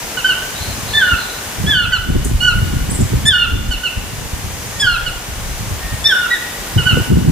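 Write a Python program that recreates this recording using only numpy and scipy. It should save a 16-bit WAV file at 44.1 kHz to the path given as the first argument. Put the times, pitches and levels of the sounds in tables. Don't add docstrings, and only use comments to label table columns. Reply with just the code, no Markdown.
import sys
import numpy as np
from scipy import signal
from scipy.fft import rfft, irfft, next_fast_len
from scipy.io import wavfile

SR = 44100
rng = np.random.default_rng(int(sys.argv[2]) if len(sys.argv) > 2 else 0)


def pcm_store(signal):
    levels = np.round(np.clip(np.atleast_2d(signal), -1, 1) * 32767)
    wavfile.write(sys.argv[1], SR, levels.astype(np.int16).T)


N = 322371


def from_db(db):
    return 10 ** (np.asarray(db) / 20)


def rms_one(x):
    return x / np.sqrt(np.mean(x ** 2) + 1e-20)


def in_time(rows):
    time_s, *columns = np.transpose(rows)
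    return [np.interp(np.arange(N) / SR, time_s, column) for column in columns]


def at_hz(points, hz):
    table_hz, values = np.transpose(points)
    return np.interp(np.log(np.maximum(hz, 1)), np.log(table_hz), values)


def drift(rate_hz):
    step = 40
    pole = np.exp(-2 * np.pi * rate_hz * step / SR)
    noise = rng.standard_normal(N // step + 2002)
    slow = signal.lfilter([1], [1, -2 * pole, pole ** 2], noise)[2000:]
    return np.interp(np.arange(N) / step, np.arange(len(slow)), rms_one(slow))


def coloured(spectrum):
    size = next_fast_len(N)
    shape = from_db(at_hz(spectrum, np.fft.rfftfreq(size, 1 / SR)))
    return rms_one(irfft(rfft(rng.standard_normal(size)) * shape, size)[:N])


def sing(notes, partials, fade_s, tremble_db=0):
    out = np.zeros(N)
    air_db = [tremble_db * drift(45) for _ in range(3)]
    for note in notes:
        time_s, pitch_hz, *levels_db = np.transpose(note)
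        at = np.arange(round(time_s[0] * SR), round(time_s[-1] * SR))
        t = at / SR
        phase = 2 * np.pi * np.cumsum(np.interp(t, time_s, pitch_hz)) / SR
        edge = np.clip(np.minimum(t - time_s[0], time_s[-1] - t) / fade_s, 0, 1)
        for k, level_db in enumerate(partials(*levels_db), 1):
            gain = from_db(np.interp(t, time_s, level_db) + air_db[k % 3][at])
            out[at] += np.sqrt(2) * edge * gain * np.sin(k * phase)
    return out


HISS_DB, SINK_S, CREEP_BACK_S = -25, 0.061, 1.08
# start_s, depth_db
HISS_DIPS = [(1.0, 1), (1.72, 6.5), (3.26, 6), (4.84, 2.5), (7.06, 4)]


def hiss_level_db():
    start_s, depth_db = np.transpose(HISS_DIPS)
    since_s = np.maximum(np.arange(N) / SR - start_s[:, None], 0)
    sunk = np.minimum(since_s / SINK_S, 1) * np.exp(-since_s / CREEP_BACK_S)
    return HISS_DB - depth_db @ sunk


# band_hz, density_db_per_hz
LEAF_SPECTRUM = [(18, -32), (30, -10), (59, -12), (345, -15.5), (437, -14.5), (822, -16), (913, -12.5),
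                 (1280, -19.5), (1460, -14), (1670, -16), (3870, -20), (4780, -22.5), (5900, -19),
                 (12600, -25.5), (16000, -26.5)]
# band_hz, likeness (-1 to 1)
LEAF_LIKENESS = [(60, 0.86), (180, 1), (550, 0.78), (1650, 0.31), (4970, 0.29), (15000, -0.11)]
# band_hz, left_minus_right_db
LEAF_TILT = [(60, 1), (180, -0.5), (550, 3), (1650, 2), (4970, 1.0), (15000, 0.5)]
HISS_LAG_SAMPLES = 2


def hiss():
    out = 0
    edges_hz = 30 * 2 ** np.arange(0, 9.2, 1 / 3)
    white = rng.standard_normal((2, 2, N))
    for k, (low_hz, high_hz) in enumerate(zip(edges_hz, edges_hz[1:])):
        band = signal.butter(2, [low_hz, high_hz], "band", fs=SR, output="sos")
        mid, side = signal.sosfilt(band, white[k % 2])
        hz = np.sqrt(low_hz * high_hz)
        alike = np.clip(at_hz(LEAF_LIKENESS, hz), -1, 1)
        tilt_db = at_hz(LEAF_TILT, hz) * np.array([[.5], [-.5]])
        gain = from_db(at_hz(LEAF_SPECTRUM, hz) + 0.44 * drift(8.6) + tilt_db)
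        out = out + gain * (np.sqrt(1 + alike) * mid + np.sqrt(1 - alike) * side * [[1], [-1]])
    left, right = from_db(hiss_level_db()) * rms_one(out)
    return np.array([np.roll(left, HISS_LAG_SAMPLES), right])


# start_s, peak_db, swing_hz
BUFFETS = [(0.67, -13.5, 77), (1.118, -8, 74.4), (1.592, -16, 135), (1.629, -11, 95), (1.67, -11, 105),
           (1.753, -18, 95.5), (2.149, -4, 106), (2.279, -7.5, 50), (2.335, -9, 59.6), (2.935, -17, 68),
           (3, -1.5, 108), (3.018, 0.5, 105), (3.142, -3, 83.4), (3.518, -6, 64), (3.668, -10, 54.7),
           (3.959, -13.5, 64.4), (4.203, -17.5, 94), (4.32, -11.5, 56.5), (4.462, -25, 110),
           (4.838, -16, 103), (5.277, -27, 96), (5.7, -18, 61), (5.83, -15, 50.6), (5.931, -17, 99),
           (6.761, -2.5, 81), (6.923, -4.5, 101), (6.967, -7.5, 167), (7.002, -22, 153), (7.12, 0.5, 218),
           (7.163, 2, 130.4), (7.279, -4.5, 66)]
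PUFF_LENGTH_S, PUFF_DB = 0.068, (-18, -15, -15)
PUFF_HZ, PUFF_DB_PER_OCTAVE = 90, (-10, -1, 3)


def puffs():
    stirred = np.zeros((3, N))
    for start_s, peak_db, hz in BUFFETS:
        tilt_db = np.log2(hz / PUFF_HZ) * np.array(PUFF_DB_PER_OCTAVE)
        stirred[:, int((start_s + 1.2 / hz) * SR)] = from_db(peak_db + np.array(PUFF_DB) + tilt_db)
    return signal.fftconvolve(stirred, np.hanning(int(PUFF_LENGTH_S * SR))[None], "same")


def buffets():
    out = np.zeros(N)
    for start_s, peak_db, hz in BUFFETS:
        cycles = np.arange(int(min(3 / hz * SR, N - start_s * SR))) * hz / SR
        bell = np.exp(-((cycles - 1.2) / .6) ** 2)
        swing = np.sin(2 * np.pi * cycles + rng.uniform(0, 2 * np.pi))
        first = int(start_s * SR)
        out[first:first + len(cycles)] += from_db(peak_db) * bell * swing
    return out


# time_s, swell_db, rumble_db, flutter_db
WIND = [(0.0, -41, -58, -44), (.28, -40, -43, -48), (0.85, -33, -25, -38.5), (1.4, -50, -50, -45),
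        (1.575, -44, -31, -39), (1.61, -35, -17, -29), (1.71, -33, -24, -31), (1.97, -27.5, -27, -41),
        (2.1, -18, -19, -19), (2.35, -22, -20.5, -26), (2.45, -16.5, -23, -32), (2.67, -17, -16, -26.5),
        (3.03, -26, -20.5, -19), (3.25, -30, -16.5, -24.5), (3.42, -27, -29.5, -38),
        (3.57, -19, -22.5, -23), (3.76, -23, -32, -32), (3.85, -42, -45, -46), (4.05, -30, -28, -40),
        (4.78, -36, -31.5, -38.5), (4.86, -21, -22, -34.5), (5.25, -31, -43, -45), (5.45, -21.5, -26, -39),
        (6.03, -31, -29, -42), (6.15, -50, -55, -47), (6.68, -33, -50, -44), (6.771, -28, -12, -30),
        (7.039, -37, -25.5, -31), (7.12, -28, -14.5, -17), (7.31, -30, -18.5, -17.5)]
# frequency_hz, density_db_per_hz
SWELL = [(12, -35), (20, 1.5), (38, 1), (65, -3.5), (84, -33), (140, -120)]
# frequency_hz, density_db_per_hz
RUMBLE = [(32, -43), (55, -4.5), (108, -0.5), (170, -11), (220, -15), (370, -120)]
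# frequency_hz, density_db_per_hz
FLUTTER = [(71, -40), (120, -5), (240, -5), (388, -14.5), (517, -25), (700, -34), (910, -60), (1540, -120)]
PORT_TURN_HZ = 248


def wind():
    lumps, push, own = drift(30.5), 0, 0
    layers = zip(in_time(WIND), puffs(), [SWELL, RUMBLE, FLUTTER], [-15, -11, -8])
    for level_db, puff, spectrum, unlike_db in layers:
        lump_db = 2.52 * lumps + 4.15 * drift(42) - 3.5
        gain = (from_db(level_db) + puff) * from_db(lump_db)
        push = push + gain * coloured(spectrum)
        own = own + gain * coloured(spectrum) * from_db(unlike_db)
    push = push + buffets()
    push = .7 * np.tanh(push / .7)
    bend = np.tan(np.pi * PORT_TURN_HZ / SR)
    pole = (1 - bend) / (1 + bend)
    left = signal.lfilter([-pole, 1], [1, -pole], push)
    return np.array([left + own, push - own])


# time_s, level_db
INSECTS = [(0, -39), (.9, -38), (1.7, -44), (1.8, -50), (3.9, -46), (4.3, -45), (4.75, -37), (4.9, -54),
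           (5.6, -39), (6.1, -60), (7.31, -59)]
# frequency_hz, density_db_per_hz
INSECT_BAND = [(5000, -20), (6000, -0.5), (6700, -1), (7500, -14), (9000, -40)]


def insects():
    return from_db(in_time(INSECTS)[0]) * np.array([coloured(INSECT_BAND), coloured(INSECT_BAND)])


ATTACK_S, ATTACK_DB, SWELL_DB_PER_S = 0.0066, -7, (300, 53)
VEILED_DB = -5.5
HOLD_AT, FALL_AT = 0.19, 0.46
END_SHARE, FALL_POWER, END_DB = 0.149, 1.597, -13


def short_yelp(start_s, length_s, start_hz, crest_hz, crest_s,
               one_db, two_db, fall_one_db, fall_two_db, three_db, upper_db):
    crest_s = max(crest_s, ATTACK_S)
    crest_db = np.array([one_db, two_db, three_db + VEILED_DB, upper_db])
    swell_db = np.array([*SWELL_DB_PER_S, 0, 0]) * (crest_s - ATTACK_S)
    early_db = crest_db - swell_db + [0, 0, 0, VEILED_DB]
    fall_db = np.array([fall_one_db, fall_two_db, three_db, upper_db + VEILED_DB])
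    attack_hz = np.interp(ATTACK_S, [0, crest_s], [start_hz, crest_hz])
    rows = [(0, start_hz, *(early_db + ATTACK_DB)), (ATTACK_S, attack_hz, *early_db)]
    after_crest = [(0, crest_db), (HOLD_AT, crest_db), (FALL_AT, fall_db),
                   ((1 + FALL_AT) / 2, fall_db + END_DB / 2), (1, fall_db + END_DB)]
    for gone, level_db in after_crest:
        pitch_hz = crest_hz * (1 - END_SHARE * gone ** FALL_POWER)
        rows.append((crest_s + gone * (length_s - crest_s), pitch_hz, *level_db))
    return [(start_s + later_s, *rest) for later_s, *rest in rows]


SCOOP_BOW = 0.628
BREAK_S, BREAK_LEAD = .042, 0.0198
TAIL_S, TAIL_DROP_HZ = 0.0278, 130
LONG_ONSET_DB = (-15, -8.5, -14, -13)
LONG_SAG_DB = (-4.5, 0.5)
LONG_TAIL_DB = (-9, -8.5, -6)
SHRILL_LOSS_DB = -19


def long_yelp(start_s, length_s, start_hz, high_hz, crest_s, low_s, low_hz, sag_hz_per_s,
              one_db, two_db, three_db, upper_db, break_one_db,
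              low_one_db, low_two_db, low_three_db, late_two_db):
    high_db = np.array([one_db, two_db, three_db, upper_db])
    onset_db = np.array(LONG_ONSET_DB)
    late_db = np.array([low_one_db + LONG_SAG_DB[0], late_two_db, low_three_db + LONG_SAG_DB[1]])
    tail_start_s = length_s - TAIL_S
    sagged_hz = low_hz - sag_hz_per_s * (tail_start_s - low_s)
    faded_db = upper_db + 2 * SHRILL_LOSS_DB
    rows = [(0, start_hz, *(high_db + onset_db)),
            (.4 * crest_s, start_hz + SCOOP_BOW * (high_hz - start_hz), *(high_db + onset_db / 4)),
            (crest_s, high_hz, *high_db),
            (low_s - BREAK_S, high_hz * (1 - BREAK_LEAD),
             break_one_db, two_db, three_db + SHRILL_LOSS_DB, upper_db + SHRILL_LOSS_DB),
            (low_s, low_hz, low_one_db, low_two_db, low_three_db, faded_db),
            (tail_start_s, sagged_hz, *late_db, faded_db),
            (length_s, sagged_hz - TAIL_DROP_HZ, *(late_db + LONG_TAIL_DB), faded_db)]
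    return [(start_s + later_s, *rest) for later_s, *rest in rows]


# start_s, length_s, start_hz, crest_hz, crest_s,
# crest one_db, two_db, fall_one_db, fall_two_db, three_db, upper_db (partials 4-5)
SHORT_YELPS = [(0.169, 0.047, 1525, 1487, .008, -24.5, -23.5, -29, -22, -37, -47),
               (0.243, 0.095, 1525, 1535, 0.029, -9.5, -17.5, -20, -16, -31, -46),
               (1.92, .06, 1536, 1490, 0.0165, -16, -21, -18.5, -22.5, -27.5, -40),
               (2.403, 0.13, 1433, 1492, 0.061, -13, -14.5, -18, -20.5, -26.5, -34.5),
               (3.709, 0.052, 1500, 1496, 0.0077, -27.5, -23, -35, -20.5, -30, -37),
               (3.832, .054, 1500, 1493, 0.0069, -26, -23, -29, -12.5, -35, -40),
               (5.061, 0.037, 1517, 1474, 0.0072, -24.5, -21.5, -27, -21, -28.5, -39),
               (6.302, .07, 1904, 1937, 0.0276, -12, -23, -18.5, -20, -45, -54),
               (6.776, .061, 1490, 1487, 0.01, -25.5, -18.5, -26, -22, -39, -55),
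               (6.855, 0.086, 1488, 1485, 0.025, -14, -16.5, -19, -18, -32, -50)]
# start_s, length_s, start_hz, high_hz, crest_s, low_s, low_hz, sag_hz_per_s,
# high one_db, two_db, three_db, upper_db (partials 4-5), break_one_db,
# low_one_db, low_two_db, low_three_db, late_two_db (before the tail)
LONG_YELPS = [(0.933, 0.22, 1703, 1782, 0.027, .1, 1491, 802, -18.5, -17, -39, -55, -17.5, -12, -26.5, -45, -21.5),
              (1.663, 0.2, 1627, 1752, 0.037, .094, 1505, 1250, -19, -14, -33, -45, -19, -16, -16, -34, -22),
              (3.253, .21, 1694, 1784, 0.029, 0.089, 1456, 488, -17.5, -13, -22, -21.5, -23, -15.5, -18.5, -36.5, -18),
              (4.796, .174, 1660, 1714, 0.021, .077, 1458, 1015, -34, -15.5, -18, -25.5, -18, -16, -25, -28, -23),
              (6.041, 0.23, 1691, 1804, 0.03, .093, 1482, 362, -21.5, -11.5, -17.5, -41, -20, -14, -33, -56, -29)]
SIXTH_DB = -10


def toucan():
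    def six_partials(*levels_db):
        return (*levels_db, levels_db[-1], levels_db[-1] + SIXTH_DB)

    notes = [long_yelp(*row) for row in LONG_YELPS] + [short_yelp(*row) for row in SHORT_YELPS]
    return sing(notes, six_partials, fade_s=0.0018, tremble_db=2.5)


# t60_s, level_db
TREETOP_ECHO = [(.45, -4.5), (1.6, -10.5)]
# t60_s, level_db
UNDERGROWTH_ECHO = [(.35, -1), (1.2, -30)]
TREETOP_CUT_HZ, UNDERGROWTH_CUT_HZ = 4000, 21000
ECHO_RISE_S, SWAY_S = 0.0019, .0001
# frequency_hz, left_minus_right_db
BIRD_PAN = [(1500, -3), (3000, -6.5), (3600, 0.5), (5000, 4.5), (9000, -1)]
# frequency_hz, left_lead_rad
BIRD_PHASE = [(1500, -0.45), (2900, 0.76), (3600, 1), (5000, 1), (9000, 1)]
# frequency_hz, level_db
ECHO_COLOUR = [(1500, -1.0), (2800, 0), (3600, -1.7), (5000, 1.6)]


def forest(x, tails, cut_hz):
    size = next_fast_len(N + SR)
    t = np.arange(SR) / SR
    decay = 0
    for t60_s, level_db in tails:
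        decay = decay + from_db(level_db - 60 * t / t60_s) / np.sqrt(t60_s * SR / np.log(1e6))
    shared, own = rng.standard_normal(SR), rng.standard_normal((2, SR))
    echoes = (1 - np.exp(-t / ECHO_RISE_S)) * decay * (0.62 * shared + 0.82 * own)
    echoes = signal.lfilter(*signal.butter(2, cut_hz, fs=SR), echoes)
    swayed = np.interp(np.arange(N) + SWAY_S * SR * drift(21.6), np.arange(N), x)
    hz, side = np.fft.rfftfreq(size, 1 / SR), np.array([[.5], [-.5]])
    ports = from_db(at_hz(BIRD_PAN, hz) * side) * np.exp(1j * at_hz(BIRD_PHASE, hz) * side)
    direct = rfft(x, size) * ports
    wash = rfft(swayed, size) * rfft(echoes, size) * from_db(at_hz(ECHO_COLOUR, hz))
    return irfft(direct + wash, size)[:, :N]


def one_partial(level_db):
    return [level_db]


# time_s, pitch_hz, level_db
WHISTLES = [
    [(.55, 3740, -37), (.62, 4170, -34), (.7, 4150, -35.5), (.74, 3980, -38)],
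    [(.87, 4000, -35), (.95, 4190, -30), (1.03, 4100, -39), (1.17, 4150, -38), (1.2, 4130, -31),
     (1.27, 3950, -36), (1.4, 3950, -39)],
]


def far_warbler():
    return sing(WHISTLES, one_partial, fade_s=.005) * drift(220)


# time_s, pitch_hz, level_db
FAR_YELPS = [
    [(1.912, 1910, -38), (1.922, 1985, -26), (1.935, 1940, -45)],
    [(4.71, 1884, -46), (4.74, 1830, -44), (4.81, 1857, -35), (4.83, 1830, -46)],
    [(5.8, 1845, -48), (5.83, 1840, -36.5), (5.95, 1854, -39), (6.02, 1850, -39)],
]


def far_toucan():
    return sing(FAR_YELPS, one_partial, fade_s=.004, tremble_db=0.5)


BOW = .3
CHIP_EDGE_DB, CHIP_TOP_DB = -7, -1.5


def chip(start_s, rise_s, drop_s, start_hz, top_hz, end_hz, level_db):
    return [(start_s, start_hz, level_db + CHIP_EDGE_DB),
            (start_s + rise_s / 2, start_hz + BOW * (top_hz - start_hz), level_db),
            (start_s + rise_s, top_hz, level_db + CHIP_TOP_DB),
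            (start_s + rise_s + drop_s, end_hz, level_db + CHIP_EDGE_DB)]


# start_s, rise_s, drop_s, start_hz, top_hz, end_hz, level_db (mid-rise)
CHIPS = [(2.242, .008, .0005, 7500, 15300, 15000, -29), (2.246, .007, 0.0045, 5900, 10300, 5800, -21.5),
         (2.896, 0.024, .005, 7100, 10100, 7000, -23.5), (2.944, 0.018, 0.0041, 7220, 9080, 6560, -23.5),
         (3.004, 0.012, .003, 6870, 8180, 6400, -24)]


def small_bird():
    return sing([chip(*row) for row in CHIPS], one_partial, fade_s=.001)


# start_s, peak_db (of the decay), ring_hz
KNOCKS = [(6.971, -7.5, 476), (7.0, -12, 353)]


def knocks():
    out, t = np.zeros(N), np.arange(SR // 20) / SR
    for start_s, peak_db, hz in KNOCKS:
        first = int(start_s * SR)
        out[first:first + len(t)] += from_db(peak_db) * np.exp(-t / 0.0054) * np.sin(2 * np.pi * hz * t)
    return out


def scene():
    ambience = hiss() + wind() + insects()
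    toucans = forest(toucan() + far_toucan(), TREETOP_ECHO, TREETOP_CUT_HZ)
    small_birds = forest(far_warbler() + small_bird(), UNDERGROWTH_ECHO, UNDERGROWTH_CUT_HZ)
    return ambience + toucans + small_birds + knocks()


LOW_CUT_HZ, TOP, STOP_HZ = 30, 1.03, 16340


def record(dry):
    thin = signal.lfilter(*signal.butter(2, LOW_CUT_HZ, "high", fs=SR), dry)
    rounded = thin / (1 + (thin / TOP) ** 4) ** (1 / 4)
    return signal.sosfilt(signal.cheby2(16, 80, STOP_HZ, fs=SR, output="sos"), rounded)


dry = scene()
out = record(dry)
pcm_store(out)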